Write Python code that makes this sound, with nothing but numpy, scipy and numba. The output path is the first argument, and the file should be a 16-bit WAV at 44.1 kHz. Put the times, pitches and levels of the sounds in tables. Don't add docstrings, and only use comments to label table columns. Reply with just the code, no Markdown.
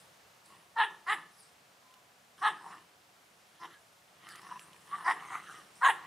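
import sys
import numpy as np
from scipy import signal
from scipy.io import wavfile
from scipy.ndimage import uniform_filter1d
from numba import njit

SR = 44100
rng = np.random.default_rng(int(sys.argv[2]) if len(sys.argv) > 2 else 0)


def makeup_ratio(level_db):
    decades = np.asarray(level_db, float) / 20
    return 10 ** decades


def store_pcm(level_fs):
    pcm = np.round(np.clip(level_fs, -1, 1) * 32767).astype(np.int16)
    wavfile.write(sys.argv[1], SR, np.atleast_2d(pcm).T)


N = 267246

# f/Hz, level/dB [per Hz]
HUSH_SPECTRUM = [(15, -73), (25, -57), (86, -8), (188, -4), (227, -15), (411, -8), (445, -8), (538, -5.5),
                 (583, -3.5), (742, -6), (1080, -5), (1710, -9.5), (2180, -9.5), (7120, -15.5),
                 (15500, -21)]
# f/Hz, side minus mid level/dB
HUSH_WIDTH = [(60, -20), (110, -36), (200, -14), (380, -4.5), (700, -4), (1290, -2), (2380, -2.5),
              (4400, -8), (8120, -7.5), (15000, -20)]
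# t/s, level/dB
HUSH_SWELL = [(0, 2.5), (.7, -0.5), (1.6, -0.24), (3.3, -0.55), (4.2, 0), (6.06, 3)]
# f/Hz, level/dB
MACHINE_HUM = [(719, -77.5), (194, -85.5)]
# t/s, peak level/dB, f/Hz
PAW_TICKS = [(0.4589, -48, 8400), (1.9096, -54, 2750), (1.94, -46, 2920), (2.379, -50, 1790),
             (4.2888, -34, 1960), (4.3054, -41.5, 1890), (4.3564, -36, 1810), (4.417, -41, 1810),
             (4.594, -38, 2550), (4.732, -45, 3000), (4.763, -46, 2507), (4.873, -48, 1797)]
# peak t/s, rise t/s [per 20 dB], fall t/s [per 20 dB],
# level/dB, lower hiss level/dB [re the upper]
BREATHS = [(0.0, .1, .1, -62.5, -7), (0.46, .03, .35, -66, -6), (0.9, -0.1, 0.8, -74, -1.5),
           (1.2, 0.3, 0.2, -73, -3), (1.42, 0.18, 0.14, -62.5, -2.5), (2.4, .05, 0.3, -67, -4),
           (2.7, 0.4, 0.24, -66, -4), (3.745, 1.5, 0.8, -74.5, -7), (4.31, 0.1, 0.3, -60.5, -2.5),
           (4.42, 0.06, 1, -67, 3), (4.596, -0.05, 0.18, -58.5, -12), (5.0, 0.56, 0.3, -63, -9),
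           (5.345, 0.23, 0.15, -59, -4), (5.55, .5, 0.25, -63, -2.5), (5.755, 0, 0.2, -61.5, -5),
           (5.96, -0.5, 0, -67, 0)]
# f/Hz, width f/Hz, level/dB
TEETH_RESONANCES = [(8200, 950, 6), (9500, 2400, 7), (11100, 4800, -10)]
# peak t/s, rise t/s [20 dB], fall t/s [20 dB], level/dB,
# f/Hz
WHINE_TONES = [(0.54, 0.066, -0.14, -63, 1100), (1.92, .13, 0.2, -69, 1014), (3.86, .1, -0.1, -72, 649),
               (4.525, .022, -0.01, -45.5, 1020), (4.575, .05, 0, -51.5, 1003),
               (4.94, .03, 0.05, -42.5, 1150), (5.1, .06, 0, -44, 1040), (5.61, 0.072, 0, -59, 1239),
               (5.855, -0.08, -0.1, -33, 1108), (3.75, .06, 0.07, -68, 1681)]
# peak t/s, rise t/s [per 20 dB], fall t/s [per 20 dB], mouth level/dB, mouth f/Hz
GROWL_SWELLS = [(0.535, 0.1, 0.18, -62.5, 1090), (0.9, -0.03, .1, -53, 950), (1.18, 0.08, 0.1, -52.5, 1020),
                (2.383, 0, 0.06, -57.5, 1180), (2.53, 0.08, 0.17, -51.5, 1049),
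                (2.68, 0.1442, 0.0952, -46.5, 920), (2.73, 0.1, 0.09, -48, 1100),
                (3.68, 0.09, 0.04, -57.5, 1100), (3.75, 0.25, 0, -62.5, 1301), (4.28, 0.09, 0.6, -55, 1230),
                (4.53, 0.29, 0.07, -50, 1090), (4.58, 0.11, -0.06, -50.5, 1100),
                (4.76, 0.73, -0.5, -64, 1100), (4.878, -0.18, -2.3, -56, 1130),
                (4.94, 0.0649, 0.22, -45, 1151), (5.03, 0.1344, 0, -44.5, 1115),
                (5.22, 0.26, 0.22, -48, 1100), (5.35, 0.09, 0.07, -37, 1134), (5.51, 0.17, 0.14, -51, 1227),
                (5.62, .3, 0, -57.5, 1212), (5.95, 0.03, -0.3, -49, 960), (6.06, .25, 4, -51.5, 1100)]
# start t/s, length up to the release t/s, mouth level/dB, pitch f/Hz, mouth f/Hz
BARK_EVENTS = [
    (0.766, 0.072, -26, 458, 1014),
    (1.068, 0.067, -31, 420, 1140),
    (2.42, 0.066, -25.5, 435, 1095),
    (3.603, 0.049, -43.5, 334.2, 1030),
    (5.048, .07, -27, 368.7, 1032),
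    (5.817, .082, -21.5, 548, 1145),
]
BARK_ROUGHNESS = [.44, .4, .46, .55, .6, .44]
# top t/s [after the start], bend over the top [1/s^2]
PITCH_ARCHES = [(.04, 12), (.047, 95), (.045, 60), (.04, 15), (.05, 50), (.036, 95)]
# 2nd resonance f/Hz, 2nd level/dB, 3rd level/dB, teeth air level/dB, lip air level/dB
BARK_JAWS = [(1736, -2, -10.5, -57.5, -67.5), (1854, 1, -10, -50.5, -62), (1790, -5.5, -12, -54.5, -63),
             (1900, -8.5, -12.5, -73, -64.5), (1867, -3, -22.5, -54, -53.5),
             (1751.5, -3.5, -16.5, -45.5, -75)]

PUSH_S = 0.033


def unit(x, span_s=0.):
    power = uniform_filter1d(x ** 2, int(span_s * SR)) if span_s else np.mean(x ** 2)
    return x / np.sqrt(np.maximum(power, 1e-12))


def play(table):
    times, *columns = np.array(table).T
    return [np.interp(np.arange(N) / SR, times, column) for column in columns]


@njit
def svf(x, gs, ks):
    y, b, l = np.empty(len(x)), 0., 0.
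    for i in range(len(x)):
        g, k = gs[i], ks[i]
        v = (b + g * (x[i] - l)) / (1 + g * (g + k))
        b, l, y[i] = 2 * v - b, l + 2 * g * v, k * v
    return y


def band(x, hz, width_hz, count=1):
    hz = np.clip(hz, 20, 18000)
    g = np.tan(np.pi * hz / SR) * np.ones(N)
    k = max(float(width_hz), 10.) / hz * np.ones(N)
    for _ in range(count):
        x = svf(x + 1e-18, g, k)
    return x


def walk(rate):
    k = int(SR / rate)
    held = np.repeat(rng.standard_normal(N // k + 1), k)
    return 1.3 * uniform_filter1d(uniform_filter1d(held, k), k)[:N]


def hush():
    def at(table, hz):
        table_hz, db = np.array(table).T
        return np.interp(np.log(hz), np.log(table_hz), db)

    bed = 0
    for hz in 28 * 2 ** np.arange(0, 9.3, 1 / 3):
        mid, side = (band(rng.standard_normal(N), hz, hz / 2, count=2) for _ in range(2))
        db = at(HUSH_SPECTRUM, hz) + .5 * walk(6)
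        wide = makeup_ratio(at(HUSH_WIDTH, hz)) * side * np.array([[1], [-1]])
        bed = bed + makeup_ratio(db) * (mid + wide)
    hum = sum(makeup_ratio(db) * unit(band(rng.standard_normal(N), hz, 30)) for hz, db in MACHINE_HUM)
    return makeup_ratio(-62.5 + play(HUSH_SWELL)[0]) * unit(bed) + hum


@njit
def walls(x, lags, gain, damp):
    line, soft, out = np.zeros((8, 4096)), np.zeros(8), np.zeros((2, len(x)))
    for i in range(len(x)):
        total = 0.
        for k in range(8):
            soft[k] += (1 - damp) * (gain[k] * line[k, (i - lags[k]) & 4095] - soft[k])
            total += soft[k]
            out[k % 2, i] += soft[k]
        for k in range(8):
            line[k, i & 4095] = x[i] + soft[k] - total / 4
    return out


def grit():
    out, t = np.zeros(N), np.arange(600) / SR
    scatter = rng.standard_normal((len(PAW_TICKS), 600))
    for (s, db, hz), sand in zip(PAW_TICKS, scatter):
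        i = int(s * SR)
        ring = np.exp(-t / 0.0011) * np.sin(2 * np.pi * hz * t)
        out[i:i + 600] += makeup_ratio(db) * (ring + 0.4 * np.exp(-t / 0.004) * sand)
    return band(out, 4700, 11500, count=2)


def swells(rows, order=1):
    s, rise_s, fall_s, db, last = np.array(rows, np.float32).T[:, :, None]
    since = np.arange(N, dtype=np.float32) / SR - s
    rising, falling = -since / np.maximum(rise_s, .004), since / np.maximum(fall_s, .004)
    drop = 20 * np.where(since < 0, rising, falling) ** order
    top = np.argmax(db - drop, axis=0)
    drop = np.minimum(drop[top, np.arange(N)], 90.)
    return db[top, 0] - drop, drop, uniform_filter1d(last[top, 0], SR // 100)


def effort(late_s, push_db, release_db_per_s):
    events = np.array(BARK_EVENTS)
    t = np.arange(N) / SR - late_s
    which = np.maximum(np.searchsorted(events[:, 0] - .02, t) - 1, 0)
    since = t - events[which, 0]
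    past = np.maximum(since - events[which, 1], 0)
    snap_db = 40 * np.minimum(since / 0.014, 0)
    pushing_db = push_db * np.clip(1 - since / PUSH_S, 0, 1)
    return which, since, past, np.maximum(snap_db + pushing_db - release_db_per_s * past, -90)


def breath():
    def air():
        return makeup_ratio(2.1 * walk(150)) * rng.standard_normal(N)

    level_db, _, lower_db = swells(BREATHS)
    jaws = np.array(BARK_JAWS)
    which, _, _, under_db = effort(0.0063, -13.5, 486)
    blown = makeup_ratio(jaws[which, 3] + under_db)
    early, _, _, early_db = effort(0, -1.5, 630)
    puffed = makeup_ratio(jaws[early, 4] + early_db)
    lips_hz = 5220 * np.exp(0.11 * walk(8))
    teeth = 0
    for hz, width_hz, db in TEETH_RESONANCES:
        teeth = teeth + makeup_ratio(db) * band(air(), hz * np.exp(0.067 * walk(40)), width_hz, count=2)
    lips = unit(band(air(), lips_hz, 1200, count=2))
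    return (makeup_ratio(level_db) + blown) * unit(teeth) + (makeup_ratio(level_db + lower_db) + puffed) * lips


def whines():
    db, drop, hz = swells(WHINE_TONES, order=2)
    hz = hz * (1 - .0015 * np.minimum(drop, 20))
    level = makeup_ratio(db + 5.5 + 2.7 * walk(60))
    return level * np.sin(2 * np.pi * np.cumsum(hz * (1 + .015 * walk(55))) / SR)


@njit
def folds(hz, rough, jitter, shimmer):
    pulses, phase, p, k = np.zeros(len(hz) + 1), np.empty(len(hz)), 0., 0
    for i in range(len(hz)):
        step = hz[i] * np.exp(rough[i] * jitter[k]) / SR
        p += step
        if p >= 1:
            p, k = p - 1, k + 1
            size = np.exp(rough[i] * shimmer[k])
            pulses[i] += size * p / step
            pulses[i + 1] += size * (1 - p / step)
        phase[i] = p
    return pulses[:-1], phase


def larynx(hz, rough, jitter, shimmer, puff, bright):
    chance = rng.standard_normal((N // 40, 2)).T
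    pulses, phase = folds(hz, rough, jitter * chance[0], shimmer * chance[1])
    air = rng.standard_normal(N)
    air = air + bright * np.diff(air, prepend=0)
    source = unit(pulses, .03) + rough * unit(np.exp(-phase / puff)) * air
    lag = int(0.000923 * SR)
    return source + 0.05 * np.roll(source, lag)


def throat(source, controls, widths_hz, hold_s, top_db):
    mouth_db, second_db, third_db, *moving_hz = controls
    source = signal.sosfilt(signal.butter(7, (675, 4450), "band", fs=SR, output="sos"), source)
    mouth, second, third, top = (unit(band(source, hz, width_hz, count=2), hold_s)
                                 for hz, width_hz in zip(moving_hz, widths_hz))
    cheek = makeup_ratio(-14) * unit(band(source, 760, 180, count=2), hold_s)
    upper = makeup_ratio(2.9 * walk(90)) * third - makeup_ratio(top_db + 0.73 * walk(70)) * top
    return makeup_ratio(mouth_db) * (mouth - cheek - makeup_ratio(second_db) * second + makeup_ratio(third_db) * upper)


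def growls():
    mouth_db, _, mouth_hz = swells(GROWL_SWELLS)
    weak = np.clip(-52 - mouth_db, -15, 18)
    gape = mouth_hz - 1100
    second_db = -7.5 + 0.13 * weak + 0.0395 * gape
    third_db = -15 + 0.55 * weak + 0.0308 * gape
    chest_db = -13.5 + 0.74 * weak
    second_hz = 1848 * np.exp(0.042 * walk(7))
    third_hz = (2815 + 1.5 * gape) * np.exp(0.042 * walk(7))
    flap_hz = 150 * np.exp(.12 * walk(11))
    source = larynx(flap_hz, np.full(N, .9), jitter=.3, shimmer=0.73, puff=1.0, bright=6.7)
    chest = band(source, 184.5, 112, count=2) + 0.84 * band(source, 326, 200, count=2)
    mouth_hz, second_hz = (hz * np.exp(0.049 * walk(30)) for hz in (mouth_hz, second_hz))
    controls = (mouth_db, second_db, third_db, mouth_hz, second_hz, third_hz, 4000)
    voice = throat(source, controls, (330, 394, 670, 1100), hold_s=0.086, top_db=-8.5)
    return voice + makeup_ratio(mouth_db + chest_db) * unit(chest, 0.072)


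def barks():
    which, since, past, under_db = effort(0, -12, 736)
    db, hz, mouth_hz = np.array(BARK_EVENTS)[which, 2:].T
    second_hz, second_db, third_db = np.array(BARK_JAWS)[which, :3].T
    top_s, bend = np.array(PITCH_ARCHES)[which].T
    since, past = np.clip(since, 0, .12), np.minimum(past, .1)

    hz = hz * np.exp(-bend * np.minimum(since - top_s, .06) ** 2 - 1.5 * past)
    mouth_hz = mouth_hz * np.exp(-4.2 * past - 0.93 * bend * np.clip(since - top_s, 0, .06) ** 2)
    top_hz = 4150 * np.exp(-1.6 * since)

    mouth_db = db + under_db - 97 * np.clip(since - PUSH_S, 0, .05)
    second_db = second_db + 82 * (since - .05)
    third_db = third_db + 74 * (since - .05) - 12 * np.exp(-since / 0.016) + 223 * np.minimum(past, .04)

    low_db = -54 + 0.32 * (db + 27.5) + 82 * (since - .07)
    low_db = low_db + np.where(since > 0, 0.34 * under_db, under_db)

    rough = np.take(BARK_ROUGHNESS, which) * (.6 + 9 * since)
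    hz = hz * np.exp(.08 * rough * walk(120))
    source = larynx(hz, rough, jitter=.08, shimmer=.5, puff=.5, bright=2.6)
    rumble = band(rng.standard_normal(N), 402, 300, count=2)
    low = unit(band(source, hz, 150, count=2)) + 0.93 * unit(rumble)
    controls = (mouth_db, second_db, third_db, mouth_hz, second_hz, 2920, top_hz)
    voice = throat(source, controls, (410, 368, 850, 820), hold_s=.045, top_db=-7.5)
    return voice + makeup_ratio(low_db) * unit(low, 0.13)


def scene():
    dogs = barks() + growls() + whines() + breath() + grit()
    lags, tail_t60_s = rng.integers(500, 2600, 8), .36
    tail = walls(dogs + 1e-18, lags, makeup_ratio(-60 * lags / SR / tail_t60_s), .12)
    side = 0.12 * band(dogs, 630, 460) - 0.13 * band(dogs, 3400, 2900)
    side = side + 0.12 * np.roll(band(dogs, 6100, 9000, count=2), 30)
    return dogs + side * np.array([[1], [-1]]) + makeup_ratio(-18.5) * (tail + .5 * tail[::-1]) + hush()


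def low_pass(x):
    return signal.sosfilt(signal.butter(12, 15690, fs=SR, output="sos"), x)


def record(dry):
    mix = signal.sosfilt(signal.ellip(8, .2, 60, 15600, fs=SR, output="sos"), dry)
    return low_pass(mix)


dry = scene()
out = record(dry)
store_pcm(out)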